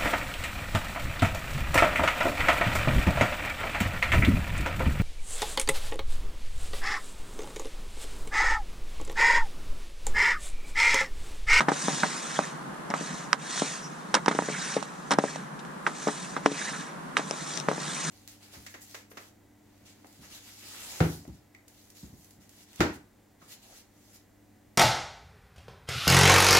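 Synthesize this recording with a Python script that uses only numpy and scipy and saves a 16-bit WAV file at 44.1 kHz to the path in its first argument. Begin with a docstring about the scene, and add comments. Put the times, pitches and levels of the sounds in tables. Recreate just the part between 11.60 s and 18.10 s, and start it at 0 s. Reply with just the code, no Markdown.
"""A driveway: a hockey stick knocks rubber pucks and drags them over a plastic pad, near a small camera.
Each knock is a short blow that rings the stick and its hollow blade and sets off a rattle of noise.
Dragging is grainy hiss over a drone, with brief rubber squeals; far traffic hums under it all.
Two close microphone ports colour the near sounds; gain control, soft overload and a bass cut follow."""
import sys
import numpy as np
from scipy import signal
from scipy.fft import rfft, irfft
from scipy.io import wavfile
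from scipy.ndimage import uniform_filter1d

SR = 44100
rng = np.random.default_rng(int(sys.argv[2]) if len(sys.argv) > 2 else 0)


def inscribe(sig):
    """Save sig as 16-bit PCM at rate SR to the path in sys.argv[1].

    A 1-D sig is mono; a 2-D sig holds one channel per row.
    Samples are clipped to [-1, 1] before scaling.
    """
    pcm = np.round(np.clip(np.atleast_2d(sig).T, -1, 1) * 32767)
    wavfile.write(sys.argv[1], SR, pcm.astype(np.int16))


N = 286635

# Lower, longer-ringing modes of the stick: (frequency [Hz], level [dB], 60 dB decay time [s])
LOW_MODES = [(207, 3, 0.041), (280, -4.5, 0.13), (420, -5, 0.15), (564, -3.5, 0.11), (620, -8.5, 0.079),
             (770, -4, 0.11)]
# Modes of the hollow blade: (frequency [Hz], level [dB], 60 dB decay time [s])
BLADE_MODES = [(960, -2, 0.075), (1050, -7, 0.05), (1240, -2.5, 0.017), (1480, 8, 0.011), (1750, 3, 0.035),
               (2160, -1, 0.02)]


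def amp(db):
    """Turns decibels into a linear gain."""
    return 10 ** (np.asarray(db) / 20)


def evened(x):
    """Scales a signal to rms 1."""
    return x / np.sqrt(np.mean(x ** 2) + 1e-20)


def read(points, hz):
    """Reads a table of (frequency, value) along a logarithmic pitch axis."""
    f, value = np.transpose(points)
    return np.interp(np.log(hz + 1), np.log(f + 1), value)


def coloured(x, spectrum):
    """Filters x with the spectrum, falling 74 dB per octave outside the table, and evens it to rms 1."""
    hz = np.fft.rfftfreq(x.shape[-1], 1 / SR)
    octaves_outside = np.log2(np.clip(hz + 1, spectrum[0][0], spectrum[-1][0]) / (hz + 1))
    gain = amp(read(spectrum, hz) - 74 * abs(octaves_outside))
    return evened(irfft(rfft(x) * gain, x.shape[-1]))


def wander(size):
    """Slow chance of rms 1, smoothed twice over size samples."""
    smooth = uniform_filter1d(rng.standard_normal(N), size)
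    return evened(uniform_filter1d(smooth, size))


def blended(a, b, same):
    """Mixes two independent noise spectra into a partner of a with the given likeness to it."""
    return same * a + np.sqrt(1 - same ** 2) * b


def ports(x):
    """The camera body shades and turns near sound differently at its two ports; noise pairs are blended."""
    # (frequency [Hz], left minus right [dB], left's phase lead [rad], left-right likeness of noise)
    port_table = np.array([(165, 1.8, -0.13, 0.7), (500, 3.5, 0.052, 0.81), (700, 5.5, -1.08, 0.8),
                           (880, -1, -0.64, 1), (1200, -5.5, -1.22, 0.84), (1500, -4.5, 0.38, 0.33),
                           (1750, -4.5, 0.57, 1), (2100, 1.5, 0.038, 0.64), (2690, -1, 0.69, 1),
                           (4670, 0.5, -1.03, 1), (6900, 2, -0.58, 0.18), (8100, -5.5, -0.37, 0.28),
                           (11700, 5, -0.86, .1)])
    n = x.shape[-1]
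    hz = np.fft.rfftfreq(n, 1 / SR)
    db, turn, same = (read(port_table[:, [0, k]], hz) for k in (1, 2, 3))
    half = amp(db / 2) * np.exp(.5j * turn)  # each port takes half of the difference
    left = right = rfft(x)
    if x.ndim == 2:
        left, right = left[0], blended(left[0], left[1], np.clip(same, 0, 1))
    return irfft([left * half, right / half], n)


def traffic():
    """Far traffic is smooth, wide noise that swells slowly, with its bass in lumps."""
    # Colour of the noise: (frequency [Hz], relative level [dB])
    colour = [(20, 7), (100, -6), (160, -6), (250, -12), (400, -17), (640, -17.5), (1050, -14),
              (1700, -19.5), (2200, -29.5), (2800, -32.5), (4800, -38), (9000, -38.5), (10500, -40.5),
              (15000, -54.5)]
    # Slow swell: (time [s], level [dB])
    swell = [(0, -34.5), (.8, -35.5), (1.3, -35.5), (1.9, -37.5), (2.5, -37.5), (3.4, -38), (4.1, -37.5),
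             (5.4, -37), (6.5, -35)]
    # Stereo width: (frequency [Hz], left-right likeness)
    likeness = [(60, 0.37), (130, 0.95), (290, 0.51), (640, -0.19), (1410, 0.065), (3100, 0.11),
                (6820, -0.03), (15000, -0.27)]
    a, b = rfft(rng.standard_normal((2, N)))
    same = np.clip(read(likeness, np.fft.rfftfreq(N, 1 / SR)), -1, 1)
    pair = coloured(irfft([a, blended(a, b, same)], N), colour)
    bass = signal.filtfilt(*signal.butter(2, 350, fs=SR), pair)
    lumpy_bass = bass * amp(2.5 * wander(size=700))
    level_db = np.interp(np.arange(N) / SR, *np.transpose(swell))
    return amp(level_db) * (pair - bass + lumpy_bass)


def yard(x, t60):
    """Scattered returns from ground, goal and walls differ at each port; small things return no bass."""
    t = np.arange(8000) / SR
    sparse = rng.random((2, len(t))) < .06
    taps = rng.standard_normal((2, len(t))) * sparse * amp(-60 * t / t60) * (t > .002)
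    taps = signal.lfilter(*signal.butter(2, 500, "high", fs=SR), taps)
    return signal.oaconvolve(x, taps / np.linalg.norm(taps[0]), axes=1)[:, :N]


def patchy(x, patch_db):
    """As the contact shifts, colour drifts in patches of some hundred Hz by some ten ms."""
    z = signal.stft(x, nperseg=256, noverlap=192)[2]
    patches = uniform_filter1d(rng.standard_normal(z.shape[1:]), size=2, axis=0)
    for _ in range(2):
        patches = uniform_filter1d(patches, size=14, axis=1)
    shifted = z * amp(patch_db * evened(patches))
    return evened(signal.istft(shifted, nperseg=256, noverlap=192)[1][:, :N])


def strokes():
    """Gains of hiss and drone: each pull moves through its fastest point to lift-off; the drone swings less."""
    # Pulls: (touch [s], fastest [s], lift [s], hiss at touch [dB], hiss when fastest [dB],
    #         hiss at lift [dB], drone when fastest [dB])
    pulls = [(0.121, 0.268, 0.66, -41, -35, -42, -40), (0.67, 0.75, 0.9, -43, -40, -47.5, -43),
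             (1.367, 1.417, 1.637, -46, -43.5, -49, -45.5), (1.79, 2.002, 2.28, -53, -34.5, -55, -39.5),
             (2.296, 2.43, 3.5, -57, -58, -57, -63), (2.707, 3.14, 3.18, -46.5, -38.5, -45, -41),
             (3.613, 3.665, 3.78, -46, -41.5, -51, -44), (4.26, 4.507, 4.787, -56.5, -41.5, -53.5, -46.5),
             (4.856, 4.997, 5.27, -47.5, -38.5, -50.5, -41),
             (5.58, 5.894, 5.96, -50.5, -41.5, -40.5, -46.5), (6.1, 6.306, 6.62, -50, -38.5, -35.5, -42.5)]
    touch_db_per_s, lift_db_per_s = 506, 150  # slopes before touch and after lift
    bend, drone_share = 1.57, 0.71  # curve of the change in level; the drone's part of the hiss's swing
    t, hiss_power, drone_power = np.arange(N) / SR, np.zeros(N), np.zeros(N)
    for touch, fastest, lift, touch_db, top_db, lift_db, drone_db in pulls:
        early, late = (np.clip((t - fastest) / (s - fastest), 0, 1) ** bend for s in (touch, lift))
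        slower_db = (touch_db - top_db) * early + (lift_db - top_db) * late
        off_db = touch_db_per_s * np.maximum(touch - t, 0) + lift_db_per_s * np.maximum(t - lift, 0)
        swing_db = slower_db - off_db
        hiss_power += amp(2 * (top_db + swing_db))
        drone_power += amp(2 * (drone_db + drone_share * swing_db))
    return np.sqrt(hiss_power), np.sqrt(drone_power)


def squeals():
    """Rubber catches and squeals briefly: narrow noise, broken up as it grips and lets go."""
    # (start [s], length [s], pitch [Hz], width between -4 dB points [Hz], level before breakup and fades [dB])
    squeal_table = [(0.744, 0.051, 3400, 350, -39), (0.75, 0.025, 1840, 250, -40),
                    (0.825, 0.033, 1750, 252, -43), (2.205, 0.092, 5670, 300, -47.5),
                    (2.916, 0.024, 2450, 300, -40), (2.926, 0.065, 2100, 300, -42),
                    (2.928, 0.04, 1600, 350, -40), (2.997, 0.054, 1740, 400, -42),
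                    (2.992, 0.049, 3880, 300, -42.5), (2.973, 0.021, 1680, 200, -42),
                    (3.674, 0.02, 1730, 250, -39.5), (4.385, 0.034, 6200, 500, -49),
                    (4.923, 0.049, 2500, 200, -42), (4.958, 0.065, 2100, 300, -44),
                    (5.002, 0.036, 1670, 350, -39), (5.036, 0.083, 1860, 200, -38.5),
                    (5.11, 0.08, 1500, 500, -43)]
    out = np.zeros(N)
    slips = evened(amp(3 * wander(size=25)))
    for s, length, hz, width, db in squeal_table:
        band = [(hz - width / 2, -4), (hz, 0), (hz + width / 2, -4)]
        tone = coloured(rng.standard_normal(round(length * SR)), band)
        at = slice(round(s * SR), round(s * SR) + len(tone))
        out[at] += amp(db) * tone * slips[at] * np.hanning(len(tone))
    return out


def drag():
    """Grit under rubber and blade makes dense tiny slips: bright hiss over a lower drone, and squeals."""
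    # Colour of the grit's hiss: (frequency [Hz], relative level [dB])
    hiss_colour = [(1350, -13), (2300, -19), (3350, -8), (3740, -4), (4880, -8), (5760, -3), (6740, -3),
                   (7460, -6), (9010, -7.5), (10100, -18.5), (11600, -44), (15000, -37)]
    # Colour of the drone: (frequency [Hz], relative level [dB])
    drone_colour = [(94, -26), (160, -11), (547, -10), (753, -7), (868, -7), (1330, -3), (1460, -5.5),
                    (1640, -1), (2700, -8), (3510, -15.5), (5940, -120)]
    hiss_gain, drone_gain = strokes()
    grain_db = 2.2 * np.minimum(rng.exponential(1, N), 6) + 1.1 * wander(size=200)
    grit = rng.standard_normal((2, 2, N)) * amp(grain_db)
    out = hiss_gain * patchy(coloured(grit[0], hiss_colour), 2.4)
    out += drone_gain * patchy(coloured(grit[1], drone_colour), 2.8)
    return ports(out + squeals())


EVEN_HZ = 700  # middle pitch of a blow


def blow(t, hz, swing):
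    """The surface is squeezed quickly and springs back slower: a bent cosine that peaks at contact."""
    lead_in, squeeze = 0.46, 0.22  # cycles of dip ahead of a middle blow; how much quicker a dead blow closes
    after = np.maximum(t, 0)
    bend = np.where(t < 0, 1 + squeeze / swing ** 2, 1 / (1 + 0.39 * after * hz / swing ** 2))
    cycles = t * hz * bend
    width = np.where(t < 0, lead_in * (EVEN_HZ / hz) ** 0.096, 0.9 * swing)
    return np.cos(2 * np.pi * cycles) * np.exp(-(cycles / width) ** 2 - 0.42 * after * hz)


def shell_snap(t):
    """The blade's shell pings at first contact, just ahead of the blow's peak."""
    lead_s, rise_s, fall_s = .0005, .00025, .0006
    since = t + lead_s
    return np.cos(2 * np.pi * 5500 * since) * np.exp(-abs(since) / np.where(since < 0, rise_s, fall_s))


def ringing(t, ring_hz, chance):
    """The blow sets off decaying sines of stick and blade; modes near the most rung pitch are strongest."""
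    lowest_hz, lowest_db = 330, -3  # modes below this ring at any blow, weakened by no more than this
    hz, db, t60 = np.transpose(LOW_MODES + BLADE_MODES)[:, :, None]
    db = db + 1.5 * chance[:, :1]
    hz = hz * (1 + .012 * chance[:, 1:])  # each knock detunes the modes a little
    away_db = -16 * abs(np.log2(hz / ring_hz))  # dB per octave away from the most rung pitch
    away_db = np.where(hz < lowest_hz, np.maximum(away_db, lowest_db), away_db)
    return -(amp(db + away_db - 60 * t / t60) * np.sin(2 * np.pi * hz * t)).sum(0)


def rattle_fade(after, hz):
    """Loose contacts start within a millisecond or so and thin out; high blows of the blade rattle on longer."""
    t60 = 0.079 * (hz / EVEN_HZ) ** 0.13  # seconds
    return (1 - np.exp(-after / 0.0012)) * amp(-60 * after / t60)


def knocks():
    """Stick and pucks collide: blow, crack, rings of stick and blade, and a rattle of loose contacts."""
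    # Levels before port colouring: (time [s], blow peak [dB], blow pitch at its peak [Hz],
    #  swing [1 dead, 3 springy], ring [dB], most rung pitch [Hz], crack reference [dB], rattle [dB],
    #  rattle treble [dB], added left minus right [dB])
    knock_table = [(.0067, -7, 1500, 1.24, -29, 940, -27, -21.5, -32, 1),
                   (0.0848, -8.5, 795, 0.8, -18, 760, -39, -25, -34.5, 0),
                   (0.087, -20, 900, 0.6, -24, 1300, -41, -27, -50, 6),
                   (.119, -11.5, 760, 0.8, -26, 760, -46, -43, -58, 0),
                   (0.1215, -20, 800, 1, -32, 760, -50, -45, -60, 4),
                   (0.2836, -13, 770, 1.1, -22.5, 770, -31, -33, -42, 0),
                   (0.434, -10.5, 1550, 11, -23.5, 770, -44, -26, -52, -1.5),
                   (0.4354, -19, 1510, 3.3, -29, 567, -46, -30, -54, 6),
                   (0.7911, -7.5, 910, 1.22, -24.5, 650, -31, -34, -51, -1),
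                   (1.3033, -27, 700, 0.83, -30, 570, -29, -30, -42, .5),
                   (1.3396, -12, 1200, 1.15, -30, 960, -39, -26.5, -39.5, 0),
                   (1.411, -30, 390, 1.2, -30, 292, -45, -38, -55, .6),
                   (1.731, -1, 1670, 1.68, -28, 760, -9, -26, -35, -5),
                   (1.977, -22, 1600, 2.1, -48, 1500, -43, -53, -46, -3),
                   (2.0209, -14.5, 607, 0.93, -24, 315, -33, -29, -45, -0.5),
                   (2.5417, -12, 1220, 0.84, -32, 960, -26, -17.5, -26, -4),
                   (2.544, -8, 1540, 5.4, -29, 1480, -12, -45, -47, 1),
                   (2.5499, -35, 1180, 1, -34, 970, -16, -38, -44, 0),
                   (2.5522, -13, 1190, 2.8, -28.5, 1050, -18.5, -30, -53, 6),
                   (2.566, -40, 650, 0.87, -33, 570, -39, -28, -59, 0),
                   (2.6614, -16, 1090, 4, -33, 1050, -22, -29, -45, -1.2),
                   (2.682, 0.5, 870, 0.52, -18.5, 280, -25, -22, -34, -1),
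                   (2.6843, -10, 700, 0.44, -23, 1000, -19, -46, -41, 1),
                   (2.7123, -20, 560, 1, -23, 330, -37, -24, -36, -1.5),
                   (2.75, -24, 440, 3, -26.5, 287, -31, -30, -39, 0.5),
                   (2.7898, -6.5, 880, 0.99, -24, 950, -43, -38, -55, -2),
                   (2.8232, -20, 730, 0.7, -33, 415, -49, -49, -55, -1),
                   (2.8872, -22.5, 500, 2.1, -31, 346, -48, -34, -60, -1),
                   (2.901, -28, 480, 0.84, -43, 420, -47, -57, -51, 1),
                   (3.1671, -15, 535, 4.2, -24, 325, -32, -29, -40, -0.5),
                   (3.2273, -23, 990, 1.6, -44, 960, -34, -56, -43, -10),
                   (3.509, -14.5, 1090, 1.6, -32, 900, -21, -24, -30.5, 1.5),
                   (3.513, -18, 895, 3.2, -29, 650, -28, -26, -40, 4),
                   (3.5155, -20, 1400, 1.74, -27, 1300, -30, -38, -44, 0),
                   (3.5228, -20, 1300, 2.2, -39, 1050, -32, -44, -48, 0),
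                   (3.5193, -23, 1240, 1.5, -37, 1240, -21, -34, -43, -7),
                   (3.5379, -21, 710, 0.75, -47, 753, -25, -34, -61, 2),
                   (3.5873, -0.5, 714, 0.83, -18, 596, -21.5, -25, -35, 0),
                   (3.6399, -10.5, 660, 1.16, -25, 580, -45, -35, -51, 0.5),
                   (3.6535, -26, 490, 1.5, -44, 415, -45, -49, -48, -1),
                   (3.7601, -25, 770, 1.85, -50, 574, -31, -61, -53, -2),
                   (3.993, -35, 1500, 0.49, -62, 1500, -45, -56, -49, 6),
                   (4.051, -38, 1500, 0.72, -59, 1500, -45.5, -50, -55, 6),
                   (4.2663, -9, 1670, 3, -38, 1500, -40, -30.5, -45, 1),
                   (4.2678, -21, 1700, 2.1, -34.5, 1750, -40, -35.5, -50, -1),
                   (4.2689, -19, 1800, 2, -49, 1750, -46, -39, -50, 0),
                   (4.274, -28, 1300, 2.2, -36, 900, -45, -43, -51, 7),
                   (4.4722, -15.5, 656, 1.4, -23.5, 415, -48, -26.5, -47, 0),
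                   (4.479, -39, 600, 0.61, -46, 570, -29, -42, -46, -1),
                   (4.4855, -18, 613, 0.73, -32, 760, -44, -35, -57, 4),
                   (4.7657, -19.5, 1340, 2.5, -34, 760, -40, -28, -44, 1),
                   (4.861, 1.5, 920, 0.76, -16.5, 420, -17.5, -39, -35, -1),
                   (4.8639, -7.5, 1500, 0.87, -19, 1060, -36, -35, -39, 4),
                   (4.917, -24, 540, 1.7, -27.5, 285, -39, -49, -36, -2),
                   (5.5693, -4, 2000, 1.2, -44, 1750, -25, -25, -28, -2.5),
                   (5.5852, -25, 1500, 1.5, -45, 1500, -35, -39, -48, 0),
                   (5.595, -20, 610, 0.78, -33, 570, -50, -33, -67, 1),
                   (5.711, -20.5, 700, 1.44, -37, 571.7, -20.5, -38.5, -59, 0),
                   (5.738, -32, 600, 1.5, -50, 570, -55, -46, -60, 2),
                   (5.975, -32, 1200, .82, -44, 1200, -25.5, -43, -38.5, 12),
                   (6.001, -42, 1300, 0.82, -46, 1200, -25.5, -46, -46, 8),
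                   (6.0866, -7.5, 900, 0.64, -27, 500, -37, -36, -39, 1),
                   (6.0887, -25, 524, 1.9, -26, 564, -48, -47, -55, 1.5),
                   (6.1151, -14.5, 760, 0.77, -43, 568, -48, -34, -49, 1),
                   (6.1329, -26, 700, 0.95, -44, 415, -51, -54, -51, -.6),
                   (6.1808, -23.5, 805, 0.61, -35, 332, -52, -42, -60, 1)]
    # Rattle after soft blows: (frequency [Hz], relative level [dB])
    dull_colour = [(200, 14.5), (450, 0), (800, 17), (1300, 12), (2200, 9.5)]
    # Rattle after hard blows: (frequency [Hz], relative level [dB])
    body_colour = [(200, -1), (500, 2), (1000, 4.5), (1500, 1.5), (2200, -4.5), (2800, -20)]
    # Treble of rattle and crack: (frequency [Hz], relative level [dB])
    top_colour = [(1530, -48), (2600, -1), (3900, 2), (4710, -5), (5700, -2), (9250, -7.5), (10900, -29),
                  (15000, -43)]
    out, t = np.zeros((2, N + 12000)), np.arange(-200, 8000) / SR  # 200 samples of lead-in
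    after = np.maximum(t, 0)
    chances = rng.standard_normal((len(knock_table), len(LOW_MODES + BLADE_MODES), 2))
    lumps = amp(1.6 * wander(size=40))  # the rattle comes in bursts of a millisecond or two
    colours = (dull_colour, body_colour, top_colour)
    noises = [ports(coloured(rng.standard_normal(out.shape), colour)) for colour in colours]
    snap = shell_snap(t)
    ring_rise = 1 - np.exp(-after / 0.000083)
    crack_shape = np.exp(-abs(t + 0.00015) / np.where(t < -.0004, .0004, .0008))
    for knock, chance in zip(knock_table, chances):
        s, blow_db, hz, swing, ring_db, ring_hz, crack_db, rattle_db, top_db, pan_db = knock
        here = np.arange(len(t)) + round(s * SR)
        dull, body, top = (noise[:, here] for noise in noises)
        solid = amp(blow_db) * blow(t, hz, swing)
        solid += ring_rise * amp(ring_db) * ringing(after, ring_hz, chance)
        solid += amp(crack_db + 2) * snap
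        hard = np.clip((hz - 450) / 600, 0, 1)  # higher blows count as harder
        fade = rattle_fade(after, hz) * np.take(lumps, here, mode="wrap")
        loose = fade * amp(rattle_db) * (np.sqrt(hard) * body + np.sqrt(1 - hard) * dull)
        crack = amp(crack_db - 5) * crack_shape
        treble = (crack + fade * amp(top_db)) * top
        out[:, here] += (ports(solid) + loose + treble) * amp([[pan_db / 2], [-pan_db / 2]])
    return out[:, 200:N + 200]


def scene():
    """Sums traffic, drags and knocks, with the yard's returns of the knocks."""
    hits = knocks()
    return traffic() + drag() + amp(-19.5) * yard(hits, 0.031) + hits


def record(dry):
    """Gain control ducks at loud peaks and recovers; soft overload, a steep bass cut, then the band limit."""
    # Bass cut: (frequency [Hz], gain [dB])
    bass_cut = [(20, -34), (108, -27), (125, -20.5), (145, 1.5)]
    power_db = 10 * np.log10(abs(uniform_filter1d((dry ** 2).mean(0), size=200)) + 1e-12)
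    fall = np.arange(N) * 60. / SR  # the level detector falls 60 dB a second
    held_db = np.maximum.accumulate(power_db + fall) - fall
    over_db = np.maximum(held_db + 17.5, 0)
    ducked = dry / amp(0.45 * uniform_filter1d(over_db, size=200))
    rounded = .95 * np.tanh(ducked / .95)  # the input stage rounds the highest peaks
    cut = irfft(rfft(rounded) * amp(read(bass_cut, np.fft.rfftfreq(N, 1 / SR))), N)
    band_limit = signal.firwin(511, 15250, window=("kaiser", 9), fs=SR)  # low-pass edge in Hz
    return signal.oaconvolve(cut, band_limit[None], "same")


dry = scene()
out = record(dry)
inscribe(out)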